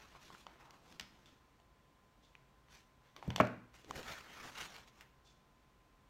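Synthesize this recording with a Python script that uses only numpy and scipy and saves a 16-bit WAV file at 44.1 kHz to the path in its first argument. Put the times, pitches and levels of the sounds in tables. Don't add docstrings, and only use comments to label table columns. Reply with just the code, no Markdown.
import sys
import numpy as np
from scipy import signal
from scipy.fft import rfft, irfft
from scipy.io import wavfile
from scipy.ndimage import uniform_filter1d

SR = 44100
rng = np.random.default_rng(int(sys.argv[2]) if len(sys.argv) > 2 else 0)


def store_wav(level_fs):
    pcm = np.round(np.clip(np.atleast_2d(level_fs), -1, 1) * 32767)
    wavfile.write(sys.argv[1], SR, pcm.T.astype(np.int16))


N = 268569
TIME, BINS = np.arange(N) / SR, np.fft.rfftfreq(N, 1 / SR)

# frequency in Hz, relative level in dB.
AIR_COLOUR = [(10, -22.5), (25, -12.5), (52, 3.5), (95, -9), (170, -7.5), (400, -13.5), (1000, -15),
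              (2000, -21), (4000, -27), (6500, -31), (8500, -31), (15500, -39.5)]
SCRAPE_COLOUR = [(300, -11.5), (650, -2), (1000, 1), (1500, 4.5), (2200, -0.5), (3400, -13.5),
                 (6000, -27.5)]
HISS_COLOUR = [(1400, -42), (2500, 1.5), (3300, 2.5), (4500, 0.5), (6100, 0.5), (8000, -6), (11000, -9),
               (15500, -23.5)]
FLAP_COLOUR = [(30, -4), (80, -2.5), (160, -0.5), (300, 0), (550, -8.5), (900, -13.5), (2000, -48)]
FOLD_COLOUR = [(300, -15), (1300, -1), (2600, 1), (5500, -7.5), (9000, -13.5), (15000, -24)]
RIBBON_COLOUR = [(1200, -23), (2700, 1), (3500, 0.5), (5000, 3.5), (6700, 0.5), (9000, -8), (15000, -27)]
ECHO_COLOUR = [(60, -6), (200, 4), (600, -1), (1300, 1), (3500, -0.5), (7000, -5), (15000, 0)]
# frequency in Hz, fade time in seconds.
# A fade time, or t60, is how long a sound takes to drop by 60 dB.
ECHO_FADE = [(100, .5), (300, 0.49), (800, 0.3759), (2000, 0.4849), (5000, 0.44), (14000, 0.51)]
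# fastest moment in seconds, level in dB, rise and fall in seconds,
# extra level for the hiss and for the flap in dB.
TOWEL_STROKES = [(.01, -63, 0.028, .035, -5.5, -11), (.1, -71, .04, 0.036, -1.5, -2),
                 (.168, -66.5, 0.034, 0.014, -5, -4), (.258, -69.5, 0.039, 0.038, 5, -0.5),
                 (.38, -70.5, 0.075, 0.036, 5, 2.5), (.51, -76.5, 0.035, .03, -3, 7),
                 (.65, -67.5, 0.096, 0.033, -7.5, -6), (.75, -72, 0.023, 0.028, -1, 2),
                 (.925, -69.5, 0.048, .035, 1.5, 6), (1.17, -77.5, 0.11, 0.15, -3, 5.5),
                 (2.74, -66.5, .02, .04, 3, -8), (3.06, -75.5, .015, .04, -4, -3),
                 (3.183, -65.5, 0.011, 0.013, -15, 1.5), (3.245, -66, 0.012, 0.055, -7, 4),
                 (3.746, -68.5, 0.0059, 0.067, 1.5, -5), (3.9, -64, 0.015, 0.015, -1.5, 12.5),
                 (3.973, -54.5, 0.023, 0.029, -1, 5.5), (4.10, -50.5, 0.032, 0.058, -4, -9.5),
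                 (4.376, -56.5, 0.07, 0.025, -5.5, -8.5), (4.465, -57, 0.044, 0.041, -1.5, -2),
                 (4.614, -51.5, .04, 0.036, -1, -11), (4.765, -58, 0.054, 0.034, -3.5, -6),
                 (4.882, -69, 0.0091, 0.011, 2, -1), (5.012, -68, 0.044, 0.023, -3, 0)]
# start in seconds, ring level
# in dB, ring pitch in Hz, # snap level in dB, snap brightness in Hz, relative echo level in dB.
TAPS = [(0.1514, -44, 1090, -59, 2500, 2), (0.3032, -41.5, 1060, -61, 3000, -0.5),
        (.3492, -42.5, 1390, -69, 3000, -8), (0.467, -41, 940, -42.5, 2200, -4),
        (.7075, -54, 3320, -49.5, 6900, -12), (0.9971, -50, 2950, -34, 5270, -20),
        (0.9992, -37.5, 5070, -38, 4350, -1.5), (1.01, -54, 6000, -41, 5000, -6),
        (1.2588, -50, 3500, -56.5, 6500, 2), (1.6, -54.5, 735, -63.5, 5040, -16),
        (2.3525, -45.5, 2450, -55, 2980, -9), (2.6848, -53.5, 1000, -59.5, 2800, -5),
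        (3.1641, -44, 1130, -44.5, 4700, -0.5), (3.2266, -36, 880, -48, 2100, -1.5),
        (3.278, -37, 455, -56, 12000, 5.5), (3.304, -33.5, 950, -35, 2600, -3.5),
        (3.361, -30.5, 1030, -26, 5300, -6), (3.3812, -30, 725, -40.5, 3500, 6),
        (3.4015, -28, 2050, -36, 10500, -17.5), (3.41, -26, 2340, -38, 7000, -16),
        (3.4518, -54, 2730, -48, 4930, -19), (3.4715, -46, 2680, -46.5, 6000, -18),
        (3.8458, -47, 463, -51.5, 4400, -2), (3.9095, -28, 1085, -40, 7000, -28)]
# pitch in Hz, relative level in dB, fade time in seconds.
SHELL_MODES = [(2050, -6.5, 0.01), (2460, -4.5, 0.016), (2950, 2, .011), (3500, -3.5, 0.016),
               (4400, -0.5, 0.0098), (5840, 4, 0.0083), (7400, 3.5, 0.0059), (9200, -5, .005),
               (12000, 5.5, .004), (14500, 12.5, .004)]
TABLE_MODES = [(85.5, -17.5, 0.078), (116.7, -17.5, 0.45), (192, -10, 0.09), (241, -16, 0.22),
               (293, -11, 0.07), (458, -8.5, 0.019), (616, -2.5, 0.057), (690, -3.5, .03),
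               (880, -6.5, 0.017), (1090, -3, 0.03), (1410, -3, 0.013), (1703, -13.5, 0.01),
               (2205, -16.5, .02), (2370, -25, 0.014), (2832, -18, 0.031)]
ROOM_MODES = [(117.5, -27, .7), (197, -30.5, .55), (286, -25, .33), (324, -27.5, 0.59), (389, -16, .22),
              (440, -21, .36), (483, -27, .4), (608, -16, 0.11), (743, -22.5, .35), (831, -23.5, .33)]
# start in seconds, hiss level in dB, rise and fade
# time in seconds, then a fuzzy tone's level in dB, pitch in Hz and width in Hz.
SHORT_RUBS = [(.585, -80, 0.056, 1, -58.5, 980, 305), (1.26, -70.5, 0.0026, 0.48, -78, 3430, 253),
              (2.225, -70.5, 0.01, 0.36, -70.5, 3500, 300), (5.245, -65, 0.015, 0.44, -69, 3500, 70)]
# start in seconds, level in dB.
FOLD_SNAPS = [(0.925, -52), (3.7417, -52.5), (3.9575, -44), (4.03, -45), (4.621, -44), (4.7642, -45.5),
              (4.8768, -54.5), (5.0097, -46), (5.0188, -57)]
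# start in seconds, level in dB, treble cutoff in Hz (higher is harder),
# fade time of the hand's damping in seconds, relative echo level in dB.
TABLE_BLOWS = [(0.999, -44, 231, 1.5, -1.5), (3.277, -10.5, 133, .2, -7), (3.3614, -31, 200, .2, -10.5),
               (3.4007, -14.5, 2900, 1.5, -9)]
# centre in Hz, width in Hz, level change in dB.
MIC_DIPS = [(4940, 150, -2.5), (8340, 1064, -3.5), (10500, 1000, -7)]


def amp(db):
    return 10 ** (np.asarray(db) / 20)


def unit(x):
    return x / np.sqrt(np.mean(x ** 2) + 1e-20)


def look_up(points, hz):
    row_hz, value = np.transpose(points)
    return np.interp(np.log(hz + 1), np.log(row_hz + 1), value)


def colour(x, spectrum):
    return unit(irfft(rfft(x) * amp(look_up(spectrum, BINS)), N))


def soften(x, hz, order=2):
    return signal.sosfilt(signal.butter(order, min(hz, SR / 2 - 100), fs=SR, output="sos"), x)


def thin(x, hz):
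    return signal.sosfilt(signal.butter(2, hz, "high", fs=SR, output="sos"), x)


def add(mix, start, sound):
    part = mix[max(round(start * SR), 0):][:len(sound)]
    part += sound[:len(part)]


def fade(t, t60):
    return np.exp(-np.log(1000) * t / max(t60, 1e-4))


def ring(modes, t):
    return sum(amp(db) * fade(t, t60) * np.sin(2 * np.pi * hz * t) for hz, db, t60 in modes)


def wander(per_s):
    return unit(irfft(rfft(rng.standard_normal(N)) * np.exp(-(BINS / per_s) ** 2), N))


def fuzzy_tone(hz, width_hz, size=N):
    away = (np.fft.rfftfreq(size, 1 / SR) - hz) / width_hz
    return unit(irfft(rfft(rng.standard_normal(size)) / (1 + away ** 2), size))


def echo(x, delay_s=0.002, build_s=0.0018):
    hz, t, bands = signal.stft(rng.standard_normal(SR), SR, nperseg=512)
    decay = np.exp(-np.log(1000) * t / look_up(ECHO_FADE, hz)[:, None])
    bands = bands * amp(look_up(ECHO_COLOUR, hz)[:, None]) * decay
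    onset = np.clip((TIME[:SR] - delay_s) / build_s, 0, 1)
    tail = signal.istft(bands, SR, nperseg=512)[1][:SR] * onset
    return signal.fftconvolve(x, tail / np.linalg.norm(tail))[:N]


def room_air(hum_hz=132, whine_hz=1030, waver_hz=12):
    pitch = whine_hz + waver_hz * wander(per_s=35)
    whine = unit(np.sin(2 * np.pi * np.cumsum(pitch) / SR))
    noise = colour(rng.standard_normal(N), AIR_COLOUR)
    hum = fuzzy_tone(hum_hz, width_hz=10)
    return amp(-69) * noise + amp(-79) * hum + amp(-79.5) * whine


def stroke_gains(roundness=0.98):
    power = np.zeros((3, N))
    for peak, db, rise, fall, hiss_db, flap_db in TOWEL_STROKES:
        away = np.maximum((peak - TIME) / rise, (TIME - peak) / fall)
        swell = np.exp(roundness - np.hypot(np.minimum(away, 20), roundness))
        power += np.outer(amp([db, db + hiss_db, db + flap_db]), swell) ** 2
    return np.sqrt(power)


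def folds(x, patchy_db=2.5):
    bands = signal.stft(x, SR, nperseg=512)[2]
    patches = uniform_filter1d(rng.standard_normal(bands.shape), size=3, axis=0)
    patches = uniform_filter1d(patches, size=9, axis=1)
    return signal.istft(bands * amp(patchy_db * unit(patches)), SR, nperseg=512)[1][:N]


def towel(catches_per_s=2400, spread_db=2, slip_db=1.56, slips_per_s=55):
    sizes = amp(spread_db * np.minimum(rng.exponential(1, N), 5)) * rng.choice([-1, 1], N)
    catches = unit(sizes * (rng.random(N) < catches_per_s / SR))
    fibres = catches + 0.71 * rng.standard_normal(N)
    friction = folds(fibres * amp(slip_db * wander(slips_per_s)))
    scrape_gain, hiss_gain, flap_gain = stroke_gains()
    scrape = amp(0.5) * scrape_gain * colour(friction, SCRAPE_COLOUR)
    hiss = hiss_gain * colour(friction, HISS_COLOUR)
    flap = amp(-1) * flap_gain * colour(friction, FLAP_COLOUR)
    return scrape + hiss + flap + crinkles(hiss_gain)


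def taps(snap_t60=0.0099, crowd_db=-1):
    t, direct, to_room = TIME[:SR // 20], np.zeros(N), np.zeros(N)
    decay = fade(t, snap_t60)
    shell = unit(ring(SHELL_MODES[::2], t) - ring(SHELL_MODES[1::2], t))
    for start, db, hz, snap_db, bright_hz, echo_db in TAPS:
        t60 = 0.011 * (1000 / hz) ** 0.13
        tone = thin(ring([(hz, db, t60)], t), hz=300)
        click = thin(soften(signal.unit_impulse(len(t)), bright_hz), bright_hz / 6.1)
        crowd = amp(crowd_db) * unit(decay * rng.standard_normal(len(t)))
        snap = signal.fftconvolve(click, shell + crowd)[:len(t)]
        strength = amp(snap_db) * np.linalg.norm(decay)
        add(direct, start, tone + strength * snap / np.linalg.norm(snap))
        plain_click = strength * click / np.linalg.norm(click)
        add(to_room, start, amp(echo_db) * (amp(-4) * tone + amp(-2) * plain_click))
    return direct + echo(to_room)


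def rubs(flutter_db=2):
    t, out = TIME[:SR // 2], np.zeros(N)
    flutter = amp(flutter_db * wander(per_s=70))
    hiss = colour(rng.standard_normal(N) * flutter, RIBBON_COLOUR)[:len(t)]
    for start, hiss_db, rise, t60, tone_db, hz, width_hz in SHORT_RUBS:
        rub = amp(hiss_db) * hiss + amp(tone_db) * fuzzy_tone(hz, width_hz, len(t))
        add(out, start, rub * (1 - np.exp(-t / rise)) * fade(t, t60))
    return out


def crinkles(movement, small_per_s=40, small_db=-3, spread_db=2, echo_db=-7):
    sizes = amp(small_db + spread_db * np.minimum(rng.exponential(1, N), 2))
    snaps = movement * sizes * (rng.random(N) < small_per_s / SR)
    for start, db in FOLD_SNAPS:
        add(snaps, start, amp([db]))
    bursts = signal.oaconvolve(snaps, fade(TIME[:SR // 20], t60=0.012))[:N]
    direct = bursts * colour(rng.standard_normal(N), FOLD_COLOUR)
    return direct + amp(echo_db) * echo(direct)


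def table_knocks(build_s=0.0056, crowd_db=-10, smack_db=13):
    t, direct, to_room = TIME[:SR], np.zeros(N), np.zeros(N)
    board = ring(TABLE_MODES[::2], t) - ring(TABLE_MODES[1::2], t)
    room_boom = ring(ROOM_MODES, t) * (1 - np.exp(-t / build_s))
    smack = thin(soften(signal.unit_impulse(SR), hz=2400, order=6), hz=450)
    smack = smack / np.linalg.norm(smack)
    crowd = signal.fftconvolve(smack, fade(t, t60=0.062) * rng.standard_normal(SR))[:SR]
    for start, db, cutoff_hz, hand_t60, echo_db in TABLE_BLOWS:
        held = board * fade(t, hand_t60)
        knock = held + amp(crowd_db) * crowd + amp(echo_db) * room_boom
        scattered = held + amp(smack_db) * smack
        add(direct, start, amp(db) * soften(knock, cutoff_hz, order=3))
        add(to_room, start, amp(db + echo_db) * soften(scattered, cutoff_hz, order=3))
    return thin(direct + echo(to_room), hz=60)


def scene():
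    return (room_air() + towel() + taps() + rubs() + table_knocks())[None]


def record(dry):
    dips_db = sum(db / (1 + ((BINS - hz) / width) ** 2) for hz, width, db in MIC_DIPS)
    heard = irfft(rfft(dry) * amp(dips_db), N)
    treble_cut = signal.firwin(511, cutoff=15850, window=("kaiser", 9), fs=SR)
    return signal.oaconvolve(heard, treble_cut[None], "same")


dry = scene()
out = record(dry)
store_wav(out)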